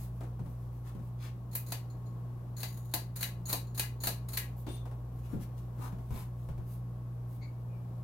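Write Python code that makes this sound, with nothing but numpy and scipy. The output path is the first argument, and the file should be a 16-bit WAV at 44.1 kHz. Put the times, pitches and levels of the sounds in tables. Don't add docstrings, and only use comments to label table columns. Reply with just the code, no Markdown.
import sys
import numpy as np
from scipy import signal
from scipy.fft import rfft, irfft, next_fast_len
from scipy.io import wavfile
from scipy.ndimage import uniform_filter1d, map_coordinates

SR = 44100
rng = np.random.default_rng(int(sys.argv[2]) if len(sys.argv) > 2 else 0)


def waveform_to_disk(signal):
    frames = np.transpose(np.atleast_2d(signal))
    scaled = np.clip(frames, -1, 1) * 32767
    samples = np.round(scaled).astype(np.int16)
    wavfile.write(sys.argv[1], SR, samples)


N = 354167

# snap_s, snap_db, seat, spring_lift_db, taut_before_snap_s, chain_db, catch_before_snap_s, catch_db
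TUGS = [(1.552, -35, 0.081, 11, 0.039, -61, 0.021, -56),
        (1.7204, -39.5, -0.074, -2.5, 0.057, -54, 0.019, -56),
        (2.631, -41, -0.48, -4.5, 0.065, -50.5, .028, -49), (2.938, -32.5, -.9, 1.5, 0.3, -58, .02, -65),
        (3.228, -35.5, 1.1, -0.5, 0.07, -46, .02, -43), (3.528, -32.5, -1.05, 2, 0.073, -44.5, 0.033, -40),
        (3.7951, -32.5, 0.64, 2, .049, -51.5, 0.018, -42.5),
        (4.071, -32.5, -0.84, 0.5, .068, -50.5, 0.035, -38),
        (4.372, -34.5, 1.5, -0.5, 0.087, -49.5, 0.039, -45)]
# frequency_hz, gain_db
CHAIN_SPECTRUM = [(300, -7.5), (900, -4.5), (2200, -10), (3300, -15), (4200, -4.5), (5400, -15),
                  (6400, -6.5), (6850, 3), (7500, -13), (9500, -4), (12200, -1), (15500, -4.5)]


def amp(db):
    return 10 ** (np.asarray(db) / 20)


def unit(x):
    return x / np.sqrt(np.mean(x ** 2) + 1e-20)


def along(points, hz):
    frequencies, values = np.transpose(points)
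    return np.interp(np.log(hz + 1), np.log(frequencies + 1), values)


def peak(hz, centre, width):
    return 1 / (1 + (2 * (hz - centre) / width) ** 2)


def clock(seconds):
    return np.arange(max(int(seconds * SR), 2)) / SR


def wobble(rate_hz):
    knots = rng.standard_normal(int(N * rate_hz / SR) + 4)
    return map_coordinates(knots, [np.arange(N) * rate_hz / SR])


def filtered(x, response):
    size = next_fast_len(N + SR // 2)
    return irfft(rfft(x, size) * response(np.fft.rfftfreq(size, 1 / SR)), size)[..., :N]


def body(x, gain_db, size=4096):
    cepstrum = irfft(np.log(amp(gain_db(np.fft.rfftfreq(size, 1 / SR)))))
    cepstrum[1:size // 2] *= 2
    cepstrum[size // 2 + 1:] = 0
    return signal.fftconvolve(x, irfft(np.exp(rfft(cepstrum))))


def burst(life_s):
    t = clock(life_s * 8)
    impacts = rng.standard_normal(len(t)) * np.exp(-t / life_s)
    fade = np.cos(np.pi / 2 * t / t[-1]) ** 2
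    for _ in range(3):
        spectrum = rfft(impacts)
        impacts = irfft(spectrum / (np.abs(spectrum) + 1e-9), len(t)) * fade
    return impacts


def stereo_pair(spectra, hz):
    # frequency_hz, correlation
    likeness = [(120, 0.82), (300, 0.8), (700, 0.39), (1500, 0), (6000, 0)]
    turn = np.arccos(np.clip(along(likeness, hz), -1, 1)) / 2
    mid, side = spectra[0] * np.cos(turn), spectra[1] * np.sin(turn)
    return np.array([mid + side, mid - side])


def in_room(x, direct_db, early_db):
    # frequency_hz, t60_s
    decay = [(100, 0.2), (300, 0.32), (800, 0.25), (2100, 0.3), (5500, 0.24), (14600, 0.2)]
    hz, t, noise = signal.stft(rng.standard_normal((2, 16384)), SR, nperseg=256)
    frames = stereo_pair(noise.transpose(0, 2, 1), hz) * amp(-60 * t[:, None] / along(decay, hz))
    response = signal.istft(frames.transpose(0, 2, 1), SR, nperseg=256)[1]
    t = np.arange(response.shape[1]) / SR
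    response *= (1 - np.exp(-t / .0009)) * (1 + amp(early_db) * np.exp(-t / .0035))
    response /= np.linalg.norm(response[0])
    response[:, 0] += amp(direct_db)
    return signal.fftconvolve(x[None], response, axes=1)


def add(track, start_s, sound, db, seconds):
    start = round(start_s * SR)
    part = sound[:, max(-start, 0):N - start]
    level = np.sqrt(np.mean(sound[:, :int(seconds * SR)] ** 2))
    track[:, max(start, 0):][:, :part.shape[1]] += part * amp(db) / level


def motor():
    # time_s, relative_db
    vibration = [(0.0, -46.5), (2.01, -55.5), (2.21, -56), (3.26, -51.5), (4.9, -47), (6.31, -50),
                 (6.49, -49), (7.69, -57), (8.03, -64)]
    # pitch_hz, level_db
    whines = [(81.8, -65), (360, -75), (651, -78), (760, -79), (1092, -74), (1114, -80)]
    magnetic_hz, rotor_hz = 120.03, 58.37
    t = np.arange(N) / SR
    magnetic_phase = 2 * np.pi * magnetic_hz * t + .014 * wobble(1.4)
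    rotor_phase = 2 * np.pi * rotor_hz * t + .2 * wobble(1.5)
    hum = amp(-41 + .7 * wobble(7)) * np.sin(magnetic_phase)
    hum += amp(.5 + np.interp(t, *np.transpose(vibration))) * np.sin(rotor_phase)
    hum += amp(-57 + 2 * wobble(3.7)) * np.sin(magnetic_phase + rotor_phase)
    for hz, db in whines:
        hum += amp(db + 1.8 * wobble(5)) * np.sin(2 * np.pi * hz * t + .7 * wobble(5))
    return np.sqrt(2) * hum


def air():
    # frequency_hz, gain_db
    spectrum = [(25, -8.5), (55, -2.5), (90, -0.5), (160, -2), (240, -6.5), (500, -12.5), (1100, -17),
                (1350, -24.5), (2100, -34), (5000, -40.5), (8500, -42), (12000, -39.5), (12800, -32.5),
                (13600, -41)]
    level_db = -52.5
    rush = filtered(rng.standard_normal((2, N)), lambda hz: amp(along(spectrum, hz)))
    rush = irfft(stereo_pair(rfft(rush), np.fft.rfftfreq(N, 1 / SR)), N)
    return unit(rush) * amp(level_db + .8 * wobble(2.6))


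def clothes():
    # centre_s,
    # half_length_s, level_db, scuff_db, treble_db
    swishes = [(0.028, 0.049, -59, 2, 7.5), (0.887, .029, -59.5, 11, 0), (1.257, .04, -56, 0.5, -7),
               (4.61, 0.035, -63.5, -20, 15), (5.266, 0.024, -66, -7, -2), (5.338, .037, -62, 10, 1),
               (5.436, 0.025, -59, -1, 2), (5.595, 0.012, -66, -37, -3), (5.852, 0.04, -50.5, 18, 2),
               (6.187, .062, -54.5, 8, 3.5), (6.733, .051, -63, -18, 11.5), (7.34, .055, -69, -5, 9)]
    # frequency_hz, gain_db
    cloth = [(200, -0.5), (1000, 4.5), (2500, 1), (5000, -2.5), (8000, -4.5), (12500, -0.5), (15500, -4)]
    out = np.zeros((2, N))
    for centre_s, half_s, db, scuff_db, treble_db in swishes + rustles():
        t = clock(4 * half_s)
        grain = rng.standard_normal(len(t)) * amp(7.6 * rng.standard_normal(len(t)))
        swell = np.exp(-(t / half_s - 2) ** 2)
        treble = [(4000, 0), (13000, treble_db)]
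        colour = lambda hz: along(cloth, hz) + scuff_db * peak(hz, 1040, 770) + along(treble, hz)
        swish = in_room(body(grain * swell, colour), direct_db=-8, early_db=9)
        add(out, centre_s - 2 * half_s - .012, swish, db - .5, seconds=4 * half_s)
    return out


def rustles():
    # start_s, end_s
    walks = [(.15, 1.2), (5.25, 6.7)]
    gap_s, half_s, level_db, scatter_db, treble_db = .16, .06, -75.5, 2.2, 5
    times = np.concatenate([np.arange(start_s, end_s, gap_s) for start_s, end_s in walks])
    return [(s + late * gap_s / 4, half_s, level_db + scatter_db * loud, 0, treble_db)
            for s, (late, loud) in zip(times, rng.standard_normal((len(times), 2)))]


def footsteps():
    # start_s, board_hz, knock_db, boom_db, tap_db, heel_to_forefoot_s
    steps = [(.207, 293, -53, -65, -50.5, 0.027), (.393, 163, -38.5, -52, -56.5, 0.066),
             (0.949, 165, -42, -69, -58.5, 0.043), (4.666, 261, -42, -65, -49, .018),
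             (4.855, 216, -52, -61, -52, 0.058), (5.331, 187, -33.5, -41.5, -61, 0.031),
             (5.784, 173, -44.5, -67, -59, 0.055), (5.923, 167, -41.5, -49, -55, 0.062),
             (6.106, 136, -38, -38.5, -51.5, .036), (6.487, 142, -41, -40, -52.5, 0.091)]
    # frequency_hz, gain_db
    boom = [(20, -8), (42, -3), (62, 0), (100, -15), (220, -43), (600, -93)]
    # frequency_hz, gain_db
    tap = [(120, -38), (350, 9), (900, 6), (1700, -7), (4000, -16.5), (15000, -20)]
    bass_cut = [(30, -12.5), (110, 3)]  # frequency_hz, gain_db
    out = np.zeros((2, N))
    for start_s, board_hz, knock_db, boom_db, tap_db, roll_s in steps:
        board = lambda hz: 17 * np.log10(peak(hz, board_hz, .72 * board_hz)) + along(bass_cut, hz)
        parts = ((board, knock_db, -6.5, .007),
                 (lambda hz: along(boom, hz), boom_db, -1.5, .016),
                 (lambda hz: along(tap, hz), tap_db, -3.5, .006))
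        for colour, heel_db, forefoot_offset_db, life_s in parts:
            for at_s, db in ((start_s, heel_db), (start_s + roll_s, heel_db + forefoot_offset_db)):
                impact = in_room(body(burst(life_s), colour), direct_db=-6.5, early_db=-8)
                add(out, at_s, impact, db - 2.5, seconds=.053)
    return out


def ball_tick(ring_db):
    ferrule = lambda hz: ring_db * peak(hz, 6740, 570) + (10.5 + ring_db / 3) * peak(hz, 4270, 550)
    tick = body(burst(life_s=.00062), lambda hz: along(CHAIN_SPECTRUM, hz) + ferrule(hz))
    return in_room(tick, direct_db=-15.5, early_db=-12.5)


def ball_rasp(length_s, rise_db, spectrum):
    balls_per_s, scatter_db = 150, 3.8
    t = clock(length_s)
    times = np.cumsum(rng.uniform(.3, 1.7, size=128)) / balls_per_s
    times -= times[0] / 2
    hits = (times[times < t[-1]] * SR).astype(int)
    ticks = np.zeros(len(t))
    ticks[hits] = amp(rise_db * t[hits] / length_s + scatter_db * rng.standard_normal(len(hits)))
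    balls = body(signal.fftconvolve(ticks, burst(life_s=.00014)), lambda hz: along(spectrum, hz))
    return in_room(balls, direct_db=-11, early_db=9)


def pull_chain():
    # start_s, level_db
    touches = [(1.9, -65.5), (2.058, -69.5), (3.669, -66)]
    run_fade_db_per_s, drag_rise_db = 33, 1.2
    out = np.zeros((2, N))
    for snap_s, _, seat, _, taut_lead_s, chain_db, catch_lead_s, catch_db in TUGS:
        taut_s, catch_s = snap_s - taut_lead_s, snap_s - catch_lead_s
        run_s, drag_s = np.maximum([taut_lead_s - catch_lead_s, catch_lead_s], .02)
        add(out, taut_s, ball_tick(ring_db=3.5 - 16 * seat), chain_db - 2.5, seconds=.041)
        add(out, taut_s, ball_rasp(run_s, -run_fade_db_per_s * run_s, CHAIN_SPECTRUM), chain_db, run_s)
        add(out, catch_s, ball_tick(ring_db=-5), catch_db, seconds=.076)
        add(out, catch_s, ball_rasp(drag_s, drag_rise_db, CHAIN_SPECTRUM), catch_db - 4.5, drag_s)
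    for start_s, db in touches:
        add(out, start_s, ball_tick(ring_db=12), db, seconds=.051)
    return out


def ratchet_switch():
    # frequency_hz, gain_db
    spectrum = [(150, -3), (350, -3), (800, -5.5), (1300, -9), (2100, -7), (2800, -5), (3350, -9),
                (4000, -0.5), (4550, -5.5), (5400, -8), (6700, -5), (7600, -9), (9100, -9), (12100, -5),
                (15500, -10.5)]
    # pitch_hz, width_hz, lift_db
    resonances = [(707, 82, 5), (886, 67, 8.5), (1034, 50, 10.5), (1673, 85, 8), (1900, 35, 6),
                  (2032, 31, 10), (2470, 45, 8.5), (2885, 49, 8.5), (3940, 60, 6), (4180, 170, 1),
                  (4626, 210, 10), (6540, 31, 6.5), (8900, 160, 6.5), (10400, 170, 6), (11980, 300, 6),
                  (12250, 300, 4)]
    # frequency_hz, gain_db, db_per_seat, spring_share
    parts = [(800, -5.5, -5, -0.15), (2040, -3, 4, -0.035), (4400, -6, 0.2, -0.18), (8000, -2.5, 1, 0.35),
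             (12800, 0, 0.5, 0.96)]
    full_snap_db, crack_db_per_db = -32.5, 1.3
    out = np.zeros((2, N))
    for snap_s, db, seat, spring_db, *_ in TUGS:
        scatter_db = 2.4 * rng.standard_normal(len(resonances))
        rings = lambda hz: sum((lift_db + extra_db) * peak(hz, centre, width)
                               for (centre, width, lift_db), extra_db in zip(resonances, scatter_db))
        balance = [(hz, part_db + seat * db_per_seat + share * spring_db)
                   for hz, part_db, db_per_seat, share in parts]
        snap = body(burst(life_s=.002), lambda hz: along(spectrum, hz) + rings(hz) + along(balance, hz))
        add(out, snap_s, in_room(snap, direct_db=-10, early_db=3), db - .5, seconds=.05)
        crack = body(burst(life_s=.00076), lambda hz: 16 * np.log10(peak(hz, 4200, 490)))
        crack_db = db - 11 + crack_db_per_db * (db - full_snap_db) - .9 * spring_db
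        add(out, snap_s + .001, in_room(crack, direct_db=1, early_db=10), crack_db, seconds=.05)
    return out


def pendant():
    # frequency_hz, gain_db
    jingle = [(900, -14), (2000, -7), (3600, 3), (6500, -7), (9000, -15), (15500, -13)]
    # pitch_hz, level_db, t60_s
    modes = [(3569, 0, .3), (6320, -9, .18), (8080, -6, .2), (9550, -1, .14), (10370, -4, .2),
             (13500, -4, .15)]
    drop_s, jingle_s, clink_gap_s = 4.664, .12, .025
    out, t = np.zeros((2, N)), clock(.4)
    add(out, drop_s, ball_rasp(jingle_s, rise_db=-7, spectrum=jingle), db=-58.5, seconds=jingle_s)
    for knock in (1, 2, 3):
        ring = np.zeros(len(t))
        for hz, db, t60_s in modes:
            pair_hz = hz + 15 * rng.standard_normal((2, 1))
            envelope = amp(db + rng.normal(0, 1.1) - 60 * t / t60_s)
            ring += envelope * np.sin(2 * np.pi * pair_hz * t).sum(0)
        clink = in_room(ring, direct_db=-5, early_db=-19)
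        add(out, drop_s + knock * clink_gap_s, clink, db=-60, seconds=.065)
    return out


def squeaks():
    # start_s, length_s, from_hz, to_hz, level_db, overtones_db
    glides = [(7.402, 0.06, 2130, 2343, -60.5, -5), (7.652, 0.16, 2500, 2290, -74.5, -25)]
    out = np.zeros((2, N))
    for start_s, length_s, from_hz, to_hz, db, overtones_db in glides:
        t = clock(length_s)
        jitter = unit(uniform_filter1d(rng.standard_normal(len(t)), SR // 1500))
        pitch_hz = np.linspace(from_hz, to_hz, len(t)) * (1 + .59 * (to_hz / from_hz - 1) * jitter)
        phase = 2 * np.pi * np.cumsum(pitch_hz) / SR
        tone = np.sin(phase) + amp(overtones_db) * (np.sin(2 * phase) + .37 * np.sin(3 * phase))
        add(out, start_s, in_room(tone * np.hanning(len(t)), direct_db=-4, early_db=-5), db, length_s)
    return out


def lean_left(hz):
    # frequency_hz, left_minus_right_db
    lean = [(150, 1.5), (380, 3.5), (700, -.5), (1300, 9), (4400, 4.5), (8100, 5.5), (14000, -2.5)]
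    gains = amp(np.outer([1, -1], along(lean, hz)) / 2)
    return gains / np.sqrt(np.mean(gains ** 2, axis=0))


def scene():
    fan = ratchet_switch() + pull_chain() + pendant()
    child = footsteps() + clothes()
    background = squeaks() + air()
    return motor() + filtered(fan + child + background, lean_left)


def record(dry):
    limit_hz = 15850
    return filtered(dry, lambda hz: hz < limit_hz)


dry = scene()
out = record(dry)
waveform_to_disk(out)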